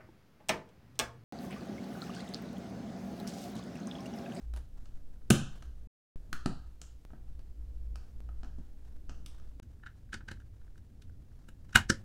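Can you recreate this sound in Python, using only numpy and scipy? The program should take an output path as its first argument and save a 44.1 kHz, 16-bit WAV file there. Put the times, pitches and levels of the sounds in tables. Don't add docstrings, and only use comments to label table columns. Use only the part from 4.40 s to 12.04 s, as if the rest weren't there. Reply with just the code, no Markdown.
import sys
import numpy as np
from scipy import signal
from scipy.fft import rfft, irfft, next_fast_len
from scipy.io import wavfile
from scipy.ndimage import uniform_filter1d, map_coordinates

SR = 44100
rng = np.random.default_rng(int(sys.argv[2]) if len(sys.argv) > 2 else 0)


def generate_wav(signal):
    frames = np.transpose(np.atleast_2d(signal))
    scaled = np.clip(frames, -1, 1) * 32767
    pcm = np.round(scaled).astype(np.int16)
    wavfile.write(sys.argv[1], SR, pcm)


N = 336924
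SIZE, LEAD = 32768, 1024
HZ = np.fft.rfftfreq(SIZE, 1 / SR)
SECOND_PART_S = 5.21

# (centre [Hz], width [Hz], level [dB])
HULL_MODES = ([(792, 150, -1.5), (920, 230, 0)], [(1378, 190, -1.5), (1537, 160, 1.5), (1724, 180, -2)],
              [(2145, 130, -2), (2500, 220, -4), (2938, 280, -1.5), (3810, 340, -4)])


def amp(db):
    return 10 ** (np.asarray(db) / 20)


def unit(x):
    return x / np.sqrt(np.mean(x ** 2) + 1e-20)


def burst(x, db):
    return x * amp(db) * np.sqrt(SR / 100 / (np.sum(x ** 2) + 1e-20))


def along(points, hz):
    f, v = np.transpose(points)
    return np.interp(np.log(hz + 1), np.log(f), v)


def curve(rows):
    s, v = np.transpose(rows)
    return np.interp(np.arange(N) / SR, s, v)


def wobble(rate):
    knots = rng.standard_normal(int(N * rate / SR) + 4)
    return map_coordinates(knots, [np.arange(N) * rate / SR])


def filtered(x, response):
    m = next_fast_len(len(x) + 8192)
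    return irfft(rfft(x, m) * response(np.fft.rfftfreq(m, 1 / SR)), m)[:len(x)]


def noise(spectrum):
    return unit(filtered(rng.standard_normal(N), lambda hz: amp(along(spectrum, hz))))


def resonance(modes, hz):
    power = sum((amp(db) * hz * w) ** 2 / ((c * c - hz * hz) ** 2 + (hz * w) ** 2) for c, w, db in modes)
    return np.sqrt(power)


def causal(gain):
    cepstrum = irfft(np.log(gain / gain.max() + 1e-6))
    cepstrum[1:SIZE // 2] *= 2
    cepstrum[SIZE // 2 + 1:] = 0
    return np.exp(rfft(cepstrum))


def ring(force, gain):
    return irfft(rfft(force) * causal(gain))


def bricks():
    # (time [s], table thump [dB], thump cut-off [Hz],
    # frame clack [dB], shell ring [dB], plate crack [dB], stud tick [dB], top octave re tick [dB],
    # rise [ms], room re direct sound [dB], stud pitch [Hz])
    snaps = [(0.903, -30, 900, -41, -39, -57, -31.5, -1, .19, -6.5, 9700),
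             (0.9063, -16.5, 900, -33, -27.5, -31.5, -29, -2, 0.96, -4, 6980),
             (1.9292, -47, 600, -56, -38.5, -47.5, -46, -2, 0.34, -4.5, 4300),
             (2.0599, -27, 330, -41, -39, -50.5, -44, -14.5, .29, -5, 4200),
             (7.353, -25.5, 90, -53.5, -48.5, -52, -61.5, -9.5, 1.33, -4, 6000),
             (7.3596, -28.5, 700, -29.5, -15, -19, -26, -3, 3.02, -12.5, 7550),
             (7.372, -38.5, 500, -35, -41, -42, -38, -9, 1.8, -5, 6000),
             (7.5025, -23, 600, -51, -25, -37.5, -27.5, -16.5, 3.03, -11.5, 5600)]
    # (time [s], table thump [dB], shell ring [dB],
    # stud tick [dB], top octave re tick [dB], stud pitch [Hz])
    taps = [(0.138, -60, -60.5, -61.5, -1, 3800), (0.163, -59, -63, -62, -3, 9800),
            (0.457, -79, -69, -68.5, -21, 4300), (0.815, -88, -74, -100, -1, 6000),
            (1.2243, -64, -59, -65, -5, 6140), (2.4162, -59.5, -64.5, -52, -11.5, 7065),
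            (2.704, -60, -69, -88, -8.5, 6020), (2.734, -52, -64, -99.5, -6, 6000),
            (2.993, -60.5, -77, -74.5, -5.5, 4350), (3.5573, -60, -58, -59, -4.5, 4980),
            (3.89, -65, -60.5, -80.5, -1, 6000), (4.0329, -54.5, -60, -67, -30, 5020),
            (4.046, -57.5, -63.5, -70.5, -25, 5950), (4.185, -49, -85.5, -80, -15, 6000),
            (4.695, -55, -58, -59.5, -46, 5600), (4.862, -81.5, -65, -52.5, -5, 3400),
            (4.999, -73, -70, -75, -10.5, 6000), (5.231, -60, -71, -70, -2, 6500),
            (5.436, -66, -54.5, -84, -8, 3820), (5.4641, -67, -48.5, -70, -11, 3840),
            (5.47, -72, -49.5, -67, -11, 3800), (5.7316, -56, -40.5, -55, -12, 3200),
            (5.7426, -45, -46.5, -47, -16.5, 4450), (5.747, -66, -45, -59, -8, 3400),
            (5.81, -59.5, -57.5, -83.5, -11, 6000), (5.8873, -52, -44, -56.5, -11, 4200),
            (5.9169, -45.5, -48.5, -54.5, -9, 4120), (6.003, -64, -64.5, -77, -3.5, 6000),
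            (6.217, -71, -73.5, -88.5, -2, 4420), (6.38, -63.5, -70, -72.5, 1.5, 6000),
            (6.623, -78, -69.5, -64, -5.5, 3600), (7.0896, -54, -59, -65, 2, 7500),
            (7.295, -62, -67, -74.5, -8.5, 6000), (7.332, -69.5, -51.5, -61, -12, 5940)]
    snap_stud_ring = 1.4
    out = np.zeros(N + 2 * SIZE)
    for row in snaps:
        out[round(row[0] * SR):][:SIZE] += contact(*row, snap_stud_ring)
    for row in taps:
        out[round(row[0] * SR):][:SIZE] += tap(*row)
    return out[LEAD:LEAD + N]


def contact(s, thump_db, thump_hz, clack_db, ring_db, crack_db, tick_db, top_db, rise_ms, room_db,
            stud_hz, stud_ring):
    # (centre [Hz], width [Hz], level [dB])
    boom_modes = ([(680, 200, 0), (780, 490, -0.5)], [(1282, 170, 2.5), (1536, 240, 0.5),
                  (1810, 150, -6.5)], [(2520, 490, 0), (3010, 400, 0), (3400, 440, -7), (4200, 530, -2.5)])
    # (frequency [Hz], relative gain [dB])
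    first_table = [(30, -13.5), (60, -8), (130, 0), (220, 1.5), (340, -3.5), (450, -13.5), (700, -27.5),
                   (2000, -61), (5000, -100)]
    # (frequency [Hz], relative gain [dB])
    second_table = [(25, -7), (55, -5.5), (100, 3), (160, -6.5), (220, 8), (275, -9.5), (345, -0.5),
                    (430, -16), (540, -7.5), (700, -43.5), (2000, -64.5), (5000, -100)]
    # (frequency [Hz], time to fall 60 dB [s])
    first_tail = [(60, 0.77), (150, 0.35), (300, 0.16), (700, 0.42), (1400, .48), (2200, 0.22), (3000, .49),
                  (3800, .46), (7000, .37), (15000, 0.16)]
    # (frequency [Hz], time to fall 60 dB [s])
    second_tail = [(60, 0.6), (200, 0.12), (700, 0.23), (1300, 0.11), (1700, 0.17), (2300, 0.18),
                   (7000, 0.14), (15000, 0.13)]
    # (frequency [Hz], relative gain [dB])
    stud_spectrum = [(600, -24), (1500, -10.5), (3000, -5), (4500, 0), (6000, 0.5), (8600, -2.5),
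                     (10000, -1), (11500, -4.5), (16000, -9.5)]
    stud_width = 0.13
    table_echo_db, room_modes_db = 2.5, -0.5

    if s < SECOND_PART_S:
        modes, table_gain, decay = boom_modes, first_table, first_tail
    else:
        modes, table_gain, decay = HULL_MODES, second_table, second_tail

    levels = (clack_db, ring_db, crack_db)
    parts = [amp(db) * unit(resonance(group, HZ) ** 1.84) for group, db in zip(modes, levels)]
    gain = np.linalg.norm(parts, axis=0)
    body_force = jolt(rise_ms, fall_ms=3.0, grit=2.3)
    body = np.sqrt(np.mean(gain ** 2)) * burst(ring(body_force, gain), 0)

    top_octave = along([(8000, 0), (12000, 1)], HZ)
    bright = amp(along(stud_spectrum, HZ) + top_db * top_octave)
    bright *= 1 + stud_ring * resonance([(stud_hz, stud_width * stud_hz, 0)], HZ)
    stud_force = jolt(rise_ms, fall_ms=2.7, grit=19.0)
    plastic = body + burst(ring(stud_force, bright), tick_db)

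    soft = 1 / np.sqrt(1 + (HZ / thump_hz) ** 4)
    push = irfft(causal(soft * amp(along(table_gain, HZ))))
    early = round((rise_ms + .6) * SR / 1000)
    table = burst(-np.roll(push, LEAD - early), thump_db)

    echo = room(diffuse(plastic, blur_hz=700), decay, build_s=0.0034)
    echo += amp(table_echo_db) * room(table, decay, build_s=0.0026)
    echo += ring(burst(low_ring(decay), thump_db + room_modes_db), soft)
    return plastic + table + amp(room_db) * echo


def tap(s, thump_db, ring_db, tick_db, top_db, stud_hz):
    # (rise [ms], frame clack re the mean of thump and ring [dB],
    # room before the shading by the hand [dB])
    first_touch = (0.55, -1.5, -4.5)
    # (rise [ms], frame clack re the mean of thump and ring [dB],
    # room before the shading by the hand [dB])
    second_touch = (2.92, -12.5, -10)
    plates_db = -3.5
    shade_to_room = 0.066
    tap_thump_hz, tap_stud_ring = 790, 2.5
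    rise_ms, frame_db, open_room_db = first_touch if s < SECOND_PART_S else second_touch
    clack_db = (thump_db + ring_db) / 2 + frame_db
    crack_db = (ring_db + tick_db) / 2 + plates_db
    room_db = open_room_db - shade_to_room * top_db
    return contact(s, thump_db, tap_thump_hz, clack_db, ring_db, crack_db, tick_db, top_db,
                   rise_ms, room_db, stud_hz, tap_stud_ring)


def jolt(rise_ms, fall_ms, grit):
    ms = (np.arange(SIZE) - LEAD) * 1000 / SR
    swell = rng.standard_normal(SIZE) * np.exp(-np.abs(ms) / np.where(ms < 0, rise_ms, fall_ms))
    force = grit * swell / np.linalg.norm(swell) + (ms == 0)
    return ring(force, 1 / (unit(np.abs(rfft(force))) + 1.3))


def diffuse(x, blur_hz):
    power = np.abs(rfft(x)) ** 2 + 1e-14
    broad = np.abs(uniform_filter1d(power, size=max(1, int(blur_hz / HZ[1]))))
    evened = ring(x, np.clip(broad / power, .1, 8) ** .2)
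    return burst(evened, db=0) * np.sqrt(np.sum(x ** 2) * 100 / SR)


def room(x, decay, build_s):
    hz, t, z = signal.stft(rng.standard_normal(SIZE), SR, nperseg=256)
    t60 = along(decay, hz)[:, None]
    fading = z * amp(-60 * t / t60) / np.sqrt(t60)
    tail = signal.istft(fading, SR, nperseg=256)[1][:SIZE]
    tail *= 1 - np.exp(-(np.arange(SIZE) / SR / build_s) ** 2)
    wet = signal.fftconvolve(x, tail)[:SIZE]
    return wet * np.linalg.norm(x) / np.linalg.norm(wet)


def low_ring(decay):
    # (frequency [Hz], relative level [dB])
    room_modes = [(138, 0.5), (162, -8), (218, -2.5), (256, -3.5), (298, -8), (343, -6), (384, -11.5),
                  (532, -15)]
    t = np.maximum(np.arange(SIZE) - LEAD, 0) / SR
    total = np.zeros(SIZE)
    for hz, db in room_modes:
        fade = amp(db - 60 * t / along(decay, hz))
        total += fade * np.sin(2 * np.pi * (hz * t + rng.random()))
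    return total * (1 - np.exp(-t / 0.0044))


def fingers():
    # (frequency [Hz], relative level [dB])
    skin = [(200, -11), (700, 1), (1100, -3), (1650, -2.5), (2200, -11.5), (4000, -13), (7000, -14),
            (15000, -26.5)]
    # (middle [s], half length [s], level [dB])
    slides = [(0.014, 0.075, -74), (0.165, 0.025, -63.5), (0.41, .04, -78), (1.15, 0.079, -64.5),
              (4.421, .16, -77.5), (4.981, 0.055, -71.5), (7.62, 0.073, -73.5)]
    grip_db, grip_wander_db = -79, 0.5
    t = np.arange(N) / SR
    unevenness_db = 2.5 * wobble(14) + 3.5 * wobble(120)
    drag = unit(noise(skin) * amp(unevenness_db))
    strokes = sum(amp(db) * np.exp(-((t - s) / half_s) ** 2) for s, half_s, db in slides)
    return drag * (amp(grip_db + grip_wander_db * wobble(2)) + strokes)


def loose_parts():
    ticks_per_s, level_db = 4.7, -87
    nudges = (rng.random(N) < ticks_per_s / SR) * rng.uniform(.3, 1, N)
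    shell = irfft(causal(resonance(HULL_MODES[1], HZ) ** 1.45))
    ticks = unit(signal.fftconvolve(nudges, shell)[:N])
    return amp(level_db) * ticks * (np.arange(N) / SR > SECOND_PART_S)


def pops():
    # (time [s], level over 10 ms [dB])
    moments = [(1.7598, -58), (2.6511, -50.5), (3.8048, -53.5), (5.1994, -48)]
    out, t = np.zeros(N + SIZE), np.arange(SIZE) / SR
    for s, db in moments:
        out[round(s * SR):][:SIZE] += burst(np.exp(-t / 0.0018), db)
    return out[:N]


def background():
    # (centre [Hz], width [Hz], level [dB])
    hum_bands = [(57, 8, 3), (117.74, 9, -10.5), (289.5, 19, -17), (475, 20, -21)]
    # (time [s], level [dB])
    hum_level = [
        [(0.0, -49), (0.2, -46), (0.464, -61.5), (0.572, -67), (1.294, -51.5), (1.36, -59)],
        [(1.88, -57.5), (3.34, -47), (3.85, -47.5), (4.23, -56.5), (4.92, -48.5), (5.1, -50.5)],
    ]
    # (frequency [Hz], relative level [dB])
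    first_spectrum = [(3, 6), (11, 8.5), (22, 0), (33, -0.5), (45, -11), (80, -17), (118, -19),
                      (160, -24.5), (290, -28.5), (420, -38), (800, -47), (2000, -73.5)]
    # (frequency [Hz], relative level [dB])
    second_spectrum = [(15, -12.5), (25, 3), (65, 2), (100, 0.5), (160, -14), (260, -16.5), (400, -29),
                       (800, -43.5), (2000, -81)]
    # (frequency [Hz], relative level [dB])
    hiss_spectrum = [(100, 13), (500, 11.5), (1000, -4.5), (2000, -3.5), (5000, -6), (10000, -10),
                     (16000, -10.5)]
    # (hum re its level curve [dB], first rumble [dB], second rumble [dB], hiss [dB])
    first_floor = (4, -43.5, -66.5, -72)
    # (hum re its level curve [dB], first rumble [dB], second rumble [dB], hiss [dB])
    second_floor = (-15.5, -54.5, -51, -74)
    swell_per_s, swell_db = 4, 2

    in_first = np.arange(N) / SR < SECOND_PART_S
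    floors = [np.where(in_first, early_db, late_db) for early_db, late_db in zip(first_floor, second_floor)]
    hum_db, first_db, second_db, hiss_db = floors
    bands = unit(filtered(rng.standard_normal(N), lambda hz: resonance(hum_bands, hz) ** 1.77))
    hum = amp(hum_db + curve(np.vstack(hum_level))) * bands
    first_rumble = amp(first_db + swell_db * wobble(swell_per_s)) * noise(first_spectrum)
    second_rumble = amp(second_db + swell_db * wobble(swell_per_s)) * noise(second_spectrum)
    hiss = amp(hiss_db) * noise(hiss_spectrum)
    return hum + first_rumble + second_rumble + hiss


def scene():
    return (bricks() + fingers() + loose_parts() + pops() + background())[None]


def record(dry):
    # (start [s], end [s])
    silences = [(1.472, 1.759), (5.2005, 5.223)]
    top_hz = 15850
    t = np.arange(N) / SR
    live = np.prod([(t < start) | (t > end) for start, end in silences], axis=0)
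    gated = dry[0] * uniform_filter1d(live.astype(float), size=64)
    return filtered(gated, lambda hz: 1 / (1 + (hz / top_hz) ** 200))[None]


dry = scene()
out = record(dry)
generate_wav(out)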